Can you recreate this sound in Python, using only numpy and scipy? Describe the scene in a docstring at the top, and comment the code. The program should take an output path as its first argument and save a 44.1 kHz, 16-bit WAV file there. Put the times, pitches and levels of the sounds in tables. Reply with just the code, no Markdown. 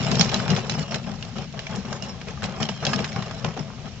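"""A plastic wagon with a child in it is pulled over flagstones, then lawn, past a near camera.
The ground jolts its wheels: the hollow tub booms and thuds, its walls rattle and knock,
loose joints clack, steel axle fittings jingle and a dry hub squeaks faintly.
Between jolts the wheels keep up a low, grainy rumble in the open air."""
import sys
import numpy as np
from scipy import signal
from scipy.fft import rfft, irfft, next_fast_len
from scipy.io import wavfile
from scipy.ndimage import uniform_filter1d, map_coordinates

SR = 44100
rng = np.random.default_rng(int(sys.argv[2]) if len(sys.argv) > 2 else 0)


def file_out(sig):
    """Save sig as 16-bit WAV at sys.argv[1]."""
    # one column per channel
    cols = np.atleast_2d(sig).T
    # limit, then scale
    lim = np.clip(cols, -1, 1)
    pcm = np.round(lim * 32767).astype(np.int16)
    wavfile.write(sys.argv[1], SR, pcm)


N = 176400

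# Each row: start in seconds, length in seconds, tub, wall and joint levels in relative dB.
WHEEL_BUMPS = [(0.059,0.013,-32,-31,-53),(0.112,0.082,-26,-30,-64),(0.18,0.083,-33,-31.5,-37),(0.317,0.026,-28,-27.5,-33.5),(0.491,0.0073,-20,-32,-31.5),(0.506,0.039,-20.5,-30,-35.5),(0.564,0.026,-25.5,-31,-32.5),(0.707,0.043,-25,-32.5,-37),(0.776,0.051,-24,-35.5,-38),(0.906,0.058,-28.5,-30.5,-36),(1.07,0.072,-32.5,-39,-46),(1.356,0.078,-32.5,-38,-43.5),(1.538,0.057,-36,-39.5,-50),(1.692,0.1,-34,-39,-45.5),(1.847,0.075,-34.5,-38.5,-49),(1.905,0.062,-33,-37.5,-45),(2.02,0.076,-35.5,-44,-43),(2.271,0.035,-38,-34.5,-44),(2.429,0.026,-28,-33,-33),(2.601,0.041,-27.5,-29,-31),(2.692,0.018,-26,-34.5,-39),(2.824,0.024,-31.5,-29.5,-41),(2.872,0.032,-28,-34.5,-32),(2.929,0.027,-29,-33,-31.5),(2.98,0.025,-29.5,-30,-40),(3.153,0.053,-30.5,-37,-56),(3.441,0.05,-26.5,-32.5,-43),(3.565,0.042,-33.5,-32,-42.5),(3.844,0.04,-32.5,-39.5,-49.5)]
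# Each row: time in seconds, tub, wall and joint levels in relative dB.
ROLLING_LEVELS = [(0,-26.5,-33,-34),(.3,-26.5,-33,-37.5),(.47,-30,-31.5,-40),(.62,-31.5,-36,-42),(.87,-34.5,-40.5,-49),(1.05,-34,-44,-51),(1.3,-37,-46,-52),(1.5,-37.5,-56.5,-54.5),(1.65,-43.5,-41.5,-50.5),(2.1,-38.5,-44,-56.5),(2.36,-39,-46.5,-60.5),(2.48,-33,-37,-48.5),(2.79,-40.5,-44.5,-48),(2.92,-30.5,-34,-42.5),(3.1,-34,-38.5,-44),(3.379,-36,-39.5,-47.5),(3.72,-42,-46,-57),(4,-42,-52,-58)]
def shaking(part, roll_db, bump_db, attack_s, release_s, sag_db):
    """Envelope of one part: steady rolling plus attack, sagging hold and release at each bump."""
    t = np.arange(N) / SR
    column = ("tub", "walls", "joints").index(part)
    roll = np.array(ROLLING_LEVELS)
    power = amp(np.interp(t, roll[:, 0], roll[:, 1 + column]) + roll_db) ** 2
    for start_s, length_s, *levels_db in WHEEL_BUMPS:
        age = t - start_s
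        shape = np.clip(age / attack_s, 0, 1) * np.exp(-np.maximum(age - length_s, 0) / release_s)
        tilt_db = sag_db * (.5 - np.clip(age / length_s, 0, 1))
        power += (shape * amp(levels_db[column] + bump_db + tilt_db)) ** 2
    return np.sqrt(power)


# Each row: frequency in Hz, spectrum level in relative dB.
TUB_SPECTRUM = [(30,-42.5),(55,-24.5),(75,-23),(100,-9.5),(143,1),(170,-3.5),(210,-2.5),(255,-13),(295,-23.5),(450,-80.5)]
def tub_boom():
    """The hollow body booms under the knocks of the wheels."""
    hits = contacts(per_s=120, spread_db=5.9, life_s=0.0023, friction=1.0)
    boom = steadied(coloured(hits, lambda hz: along(TUB_SPECTRUM, hz)), samples=800)
    shake = shaking("tub", roll_db=-0.5, bump_db=-2, attack_s=0.0017, release_s=0.012, sag_db=0.7)
    return boom * shake * amp(1.3 * wobble(21.62))


# Each row: start in seconds, level in dB, pitch in Hz, t60 in seconds.
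TUB_THUDS = [(0.196,-9,165.5,0.12),(0.509,-14.5,149.5,.27),(0.94,-23.5,199,0.063),(1.771,-20.5,191.4,0.17),(2.61,-23,221,0.23),(2.866,-15.5,142.6,0.12),(2.941,-17,196.4,0.15),(2.992,-21,210,0.13),(3.184,-16.5,159.3,0.094),(3.448,-21,159.8,0.16),(3.577,-27,248,0.143),(3.592,-20.5,154,0.15)]
# Each row: multiple of the pitch, level in relative dB.
THUD_PARTIALS = [(.72,-12.5),(1.001,0.5),(1.28,-7)]
def tub_thuds():
    """The tub drops on its axle."""
    return hollow_blows(TUB_THUDS, THUD_PARTIALS, attack_s=0.008)


# Each row: frequency in Hz, spectrum level in relative dB.
WALL_SPECTRUM = [(200,-49.5),(300,-18),(360,3),(470,1),(600,0.5),(740,1),(950,-4),(1250,-1.5),(1700,-9.5),(2400,-10.5),(4000,-61.5)]
# Each row: frequency in Hz, level in relative dB, t60 in seconds.
PLASTIC_MODES = [(423,2.5,0.031),(463,3.5,0.053),(561.5,-8,0.29),(654,5.5,0.063),(783,4.5,0.064),(866,-6,0.15),(1058,-4,0.082),(1256,-8.5,0.023),(1610,-2.5,0.031),(1770,-2.5,0.023),(2872,-4.5,0.039),(3260,-6.5,0.053)]
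def wall_rattle():
    """Dense knocks rattle the plastic walls and wheels and ring their modes."""
    hits = contacts(per_s=170, spread_db=2.4, life_s=0.0032, friction=0.24)
    knocks = unit(coloured(hits, lambda hz: along(WALL_SPECTRUM, hz)))
    ring = amp(-3.5) * ringing(PLASTIC_MODES, per_mode_per_s=22, spread_db=5.2)
    shake = shaking("walls", roll_db=-1, bump_db=-1.5, attack_s=0.0013, release_s=0.025, sag_db=3.8)
    return steadied(knocks + ring, samples=1300) * shake * amp(1.6 * wobble(25.37))


# Each row: start in seconds, level in dB, pitch in Hz, t60 in seconds.
PANEL_KNOCKS = [(1.387,-31,557,.12),(1.927,-30.5,1163,0.046),(2.374,-33,1195,0.047),(2.691,-25.5,646,0.048),(2.869,-20,553,0.051),(2.934,-21.5,1234,0.064),(2.9915,-22.5,650,0.023),(3.161,-29,794,0.16),(3.4475,-27.5,1037,0.064),(3.7025,-25.5,1070,0.01)]
# Each row: multiple of the pitch, level in relative dB.
KNOCK_PARTIALS = [(.7,-2),(1,4),(1.36,1),(1.5,-10)]
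def panel_knocks():
    """A hollow panel is knocked and rings briefly."""
    return hollow_blows(PANEL_KNOCKS, KNOCK_PARTIALS, attack_s=0.00066)


# Each row: start in seconds, level in relative dB, centre in Hz, crack t60 in seconds.
JOINT_CLACKS = [(0.115,-19,4800,0.011),(0.1541,-20.5,3980,0.016),(0.195,-11,5340,0.0053),(0.21,-9,4340,0.02),(0.2971,-21,2900,0.0062),(0.3427,-13,3970,0.0089),(0.4,-26.5,1530,0.034),(0.4792,-23.5,1500,0.019),(0.502,-23.5,3660,0.024),(0.563,-25,3330,0.028),(0.696,-20,3910,0.024),(0.943,-23.5,2490,0.035),(1.0413,-32.5,2700,0.0051),(1.2257,-27,2770,0.012),(1.25,-36.5,4460,0.018),(1.384,-31,2960,0.016),(1.5917,-22,2890,0.0072),(1.6677,-29,2320,0.027),(1.7591,-27,7160,0.0061),(1.9273,-29.5,6130,0.023),(2.0236,-26.5,5340,0.0079),(2.214,-34.5,2400,0.022),(2.2845,-31.5,2500,.011),(2.422,-29,1490,0.015),(2.4394,-24.5,2470,0.019),(2.629,-19.5,3110,0.01),(2.6889,-22.5,2930,0.018),(2.8511,-19.5,4110,0.024),(2.8663,-18,3290,0.017),(2.933,-19,1744,0.013),(2.991,-21.5,2300,0.0078),(3.043,-25.5,2040,0.046),(3.121,-29.5,2250,0.0064),(3.161,-26,1510,0.013),(3.2231,-29.5,1820,0.035),(3.31,-30,1330,0.025),(3.4454,-24,2430,0.019),(3.4474,-21,630,0.013),(3.5747,-25,760,0.0061)]
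# Each row: frequency in Hz, spectrum level in relative dB.
CRACK_SPECTRUM = [(200,-42),(400,7),(900,4.5),(3000,4),(4800,3.5),(6300,4),(7200,-2.5),(8000,-19),(8800,-56.5)]
def joint_clacks(spot_db=14.5, spot_octaves=1.54, spot_t60_s=0.035, tail_db=-19.5, tail_t60_s=0.24):
    """A loose joint hits its stop: a crack and the plastic's modes, coloured by the spot that is hit."""
    out, t = np.zeros((2, N + SR)), np.arange(SR // 6) / SR
    for start_s, db, centre_hz, t60 in JOINT_CLACKS:
        spot = lambda hz: spot_db * np.exp(-(np.log2((hz + 1) / centre_hz) / spot_octaves) ** 2)
        shape = (amp(-60 * t / t60) + amp(tail_db - 60 * t / tail_t60_s)) * rise(t, 0.0003)
        burst = shape * rng.standard_normal((2, len(t)))
        crack = coloured(burst, lambda hz: along(CRACK_SPECTRUM, hz) + spot(hz))
        crack *= np.linalg.norm(shape) / np.linalg.norm(crack, axis=1, keepdims=True)
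        ring = amp(-11.5) * struck(PLASTIC_MODES, t, spot) * rise(t, 0.00027)
        ring += amp(-7) * struck([(centre_hz, 0, spot_t60_s)], t, spot) * rise(t, 0.00069)
        out[:, int(start_s * SR):][:, :len(t)] += amp(db) * (crack + ring)
    return out[:, :N]


# Each row: frequency in Hz, spectrum level in relative dB.
JOINT_SPECTRUM = [(800,-16),(1500,-3),(2100,-0.5),(2900,4),(3700,-1),(4300,0),(4800,-4.5),(5500,5),(6200,-9.5),(7000,-4),(7600,-13.5),(8100,-36.5),(8800,-25.5)]
# Each row: frequency in Hz, level in relative dB, t60 in seconds.
STEEL_MODES = [(2710,-9.5,0.058),(3370,-12,0.059),(4010,-5.5,0.087),(4560,-3,0.027),(5300,-17,0.048),(5230,0,0.052),(5300,-2,0.034),(7300,-6,0.076)]
def joint_chatter():
    """Hubs and handle chatter, and the steel fittings jingle with them."""
    hits = contacts(per_s=180, spread_db=5.7, life_s=0.0017, friction=0.49)
    chatter = steadied(coloured(hits, lambda hz: along(JOINT_SPECTRUM, hz)), samples=1500)
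    jingle = steadied(ringing(STEEL_MODES, per_mode_per_s=17, spread_db=1.6), samples=5000)
    shake = shaking("joints", roll_db=0, bump_db=-2, attack_s=0.0032, release_s=0.019, sag_db=2.1)
    return (patchy(chatter, depth_db=4.0) + amp(-9) * jingle) * shake


# Each row: start in seconds, level in relative dB.
WASHER_PINGS = [(0.113,-28),(0.183,-28),(0.272,-31),(0.49,-31),(0.748,-26),(1.755,-37),(2.062,-37),(2.098,-30),(2.615,-31),(2.819,-37),(3.16,-38),(3.876,-41)]
def washer_pings(pitch_hz=5400, t60_s=0.11):
    """A washer rings now and then on one slightly unsteady tone."""
    t, out = np.arange(N) / SR, np.zeros(N)
    for start_s, db in WASHER_PINGS:
        age = np.maximum(t - start_s, 0)
        hz = pitch_hz * (1 + 0.0015 * wobble(150))
        out += amp(db - 60 * age / t60_s) * rise(age, 0.0013) * np.sin(2 * np.pi * np.cumsum(hz) / SR)
    return out


# Each row: start in seconds, length in seconds, pitch in Hz, level in relative dB.
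HUB_SQUEAKS = [(0.72,0.2,2930,-46),(1.925,0.07,6650,-45),(2.72,0.11,3200,-47)]
def hub_squeaks(sag_per_s=0.12, waver=0.005):
    """A dry hub gives faint, slightly falling squeaks."""
    t, out = np.arange(N) / SR, np.zeros(N)
    for start_s, length_s, pitch_hz, db in HUB_SQUEAKS:
        age = t - start_s
        hz = pitch_hz * (1 - sag_per_s * age + waver * wobble(140))
        swell = np.sqrt(np.abs(np.sin(np.pi * np.clip(age / length_s, 0, 1))))
        out += amp(db) * swell * np.sin(2 * np.pi * np.cumsum(hz) / SR)
    return out


# Each row: frequency in Hz, spectrum level in relative dB.
AIR_SPECTRUM = [(20,-16.5),(31,-7),(46,-3.5),(80,1.5),(150,-2),(300,-18),(600,-20),(1200,-25),(3000,-20.5),(6500,-27),(7600,-39.5),(8700,-53)]
def outdoor_air():
    """Low outdoor rumble and faint hiss."""
    gain = amp(-42 + 1.4 * wobble(3.85))
    return gain * unit(coloured(rng.standard_normal((2, N)), lambda hz: along(AIR_SPECTRUM, hz)))


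# Each row: frequency in Hz, left minus right in dB.
MIC_BALANCE = [(60,11),(150,6),(360,5.5),(880,1.5),(1370,-1),(2140,1),(3350,1),(5230,-8.5),(8180,-11)]
# Each row: frequency in Hz, left-right coherence from 0 to 1.
MIC_COHERENCE = [(40,0.69),(120,0.94),(600,0.85),(1200,0.64),(2200,0.47),(4000,0.11),(8000,0.086)]
def microphones(pair, left_lag_s=0.000052):
    """Two close ports: alike in the bass, loosely related in the treble, the right slightly earlier."""
    size = next_fast_len(N + SR // 8)
    hz = np.fft.rfftfreq(size, 1 / SR)
    angle = np.arccos(np.clip(along(MIC_COHERENCE, hz), 0, 1)) / 2
    mid, side = rfft(pair, size) * [np.cos(angle), np.sin(angle)]
    lean = amp(along(MIC_BALANCE, hz) / 2)
    lag = np.exp(-1j * np.pi * hz * left_lag_s)
    ports = np.array([(mid + side) * lean * lag, (mid - side) / lean / lag])
    return irfft(ports * 2 / (lean + 1 / lean), size)[:, :N]


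def contacts(per_s, spread_db, life_s, friction):
    """Random tiny impacts, each a short burst, on a bed of friction; two channels share the timing."""
    hits = (rng.random(N) < per_s / SR) * amp(spread_db * np.clip(rng.standard_normal(N), -2, 2))
    power = signal.lfilter([1], [1, -np.exp(-1 / (life_s * SR))], hits ** 2)
    return np.sqrt(power / power.mean() + friction) * rng.standard_normal((2, N))


def hollow_blows(blows, partials, attack_s):
    """Blows on hollow plastic: a few partials on a pitch that depends on the spot that is hit."""
    out, t = np.zeros((2, N + SR)), np.arange(SR // 4) / SR
    for start_s, db, pitch_hz, t60 in blows:
        ring = struck([(ratio * pitch_hz, level, t60) for ratio, level in partials], t, lambda hz: 0)
        out[:, int(start_s * SR):][:, :len(t)] += amp(db) * ring * rise(t, attack_s)
    return out[:, :N]


def struck(modes, t, colour_db, scatter_db=2.5):
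    """Modes set ringing at once, each at a random level and phase; starts near rms 1."""
    gains = [amp(db + colour_db(hz) + rng.normal(0, scatter_db)) for hz, db, _ in modes]
    ring = sum(gain * damped_sine(t, hz, t60) for gain, (hz, _, t60) in zip(gains, modes))
    return ring * np.sqrt(2) / np.linalg.norm(gains)


def ringing(modes, per_mode_per_s, spread_db):
    """Small knocks land on different spots, so that each rings one of the modes."""
    t, out = np.arange(SR // 5) / SR, np.zeros((2, N))
    for hz, db, t60 in modes:
        knocks = (rng.random(N) < per_mode_per_s / SR) * amp(spread_db * rng.uniform(-0.92, 0.93, N))
        ring = amp(db) * damped_sine(t, hz, t60) * rise(t, 1 / hz)
        out += signal.oaconvolve(knocks[None], ring, axes=1)[:, :N]
    return unit(out)


def damped_sine(t, hz, t60):
    """One decaying mode, at a random phase in each of two channels."""
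    return amp(-60 * t / t60) * np.sin(2 * np.pi * (hz * t + rng.random((2, 1))))


def patchy(x, depth_db):
    """Random gain over frequency and time: the colour changes from one contact to the next."""
    spectra = signal.stft(x, nperseg=1024)[2]
    field = uniform_filter1d(rng.standard_normal(spectra.shape[1:]), size=4, axis=0)
    field = unit(uniform_filter1d(field, size=3, axis=1))
    return unit(signal.istft(spectra * amp(depth_db * field), nperseg=1024)[1][:, :N])


def coloured(x, db_of):
    """x through a minimum-phase filter whose gain in dB is db_of(Hz)."""
    size = 2 * next_fast_len(x.shape[-1] // 2 + SR // 8)
    cepstrum = irfft(db_of(np.fft.rfftfreq(size, 1 / SR)) * np.log(10) / 20, size)
    cepstrum[1:size // 2] *= 2
    cepstrum[size // 2 + 1:] = 0
    return irfft(rfft(x, size) * np.exp(rfft(cepstrum)), size)[..., :x.shape[-1]]


def steadied(x, samples):
    """x held near rms 1 over a sliding window."""
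    power = uniform_filter1d(uniform_filter1d(x[0] ** 2, samples), samples)
    return x / np.sqrt(np.abs(power) + 1e-3 * np.mean(x ** 2))


def wobble(knots_per_s):
    """A smooth random curve."""
    return map_coordinates(rng.standard_normal(2048), [np.arange(N) * knots_per_s / SR], mode="wrap")


def along(points, hz):
    """(Hz, value) points interpolated on a log axis."""
    knots_hz, values = np.transpose(points)
    return np.interp(np.log(hz + 1), np.log(knots_hz + 1), values)


def rise(t, attack_s):
    """Exponential onset from 0 to 1."""
    return 1 - np.exp(-t / attack_s)


def amp(db):
    """Decibels to gain."""
    return 10 ** (np.asarray(db) / 20)


def unit(x):
    """Scaled to rms 1."""
    return x / np.sqrt(np.mean(x ** 2) + 1e-20)


def scene():
    """The wagon in the open air."""
    body = tub_boom() + wall_rattle() + tub_thuds() + panel_knocks()
    joints = joint_chatter() + joint_clacks()
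    axles = (washer_pings() + hub_squeaks()) * np.array([[1], [.5]])
    return microphones(body + amp(2) * (joints + axles) + outdoor_air())


def record(dry):
    """The camera clips at full scale and keeps nothing above its band limit."""
    size, top_hz = next_fast_len(N + SR // 8), 8780
    passband = np.fft.rfftfreq(size, 1 / SR) < top_hz
    return irfft(rfft(np.clip(dry, -1, 1), size) * passband, size)[:, :N]


dry = scene()
out = record(dry)
file_out(out)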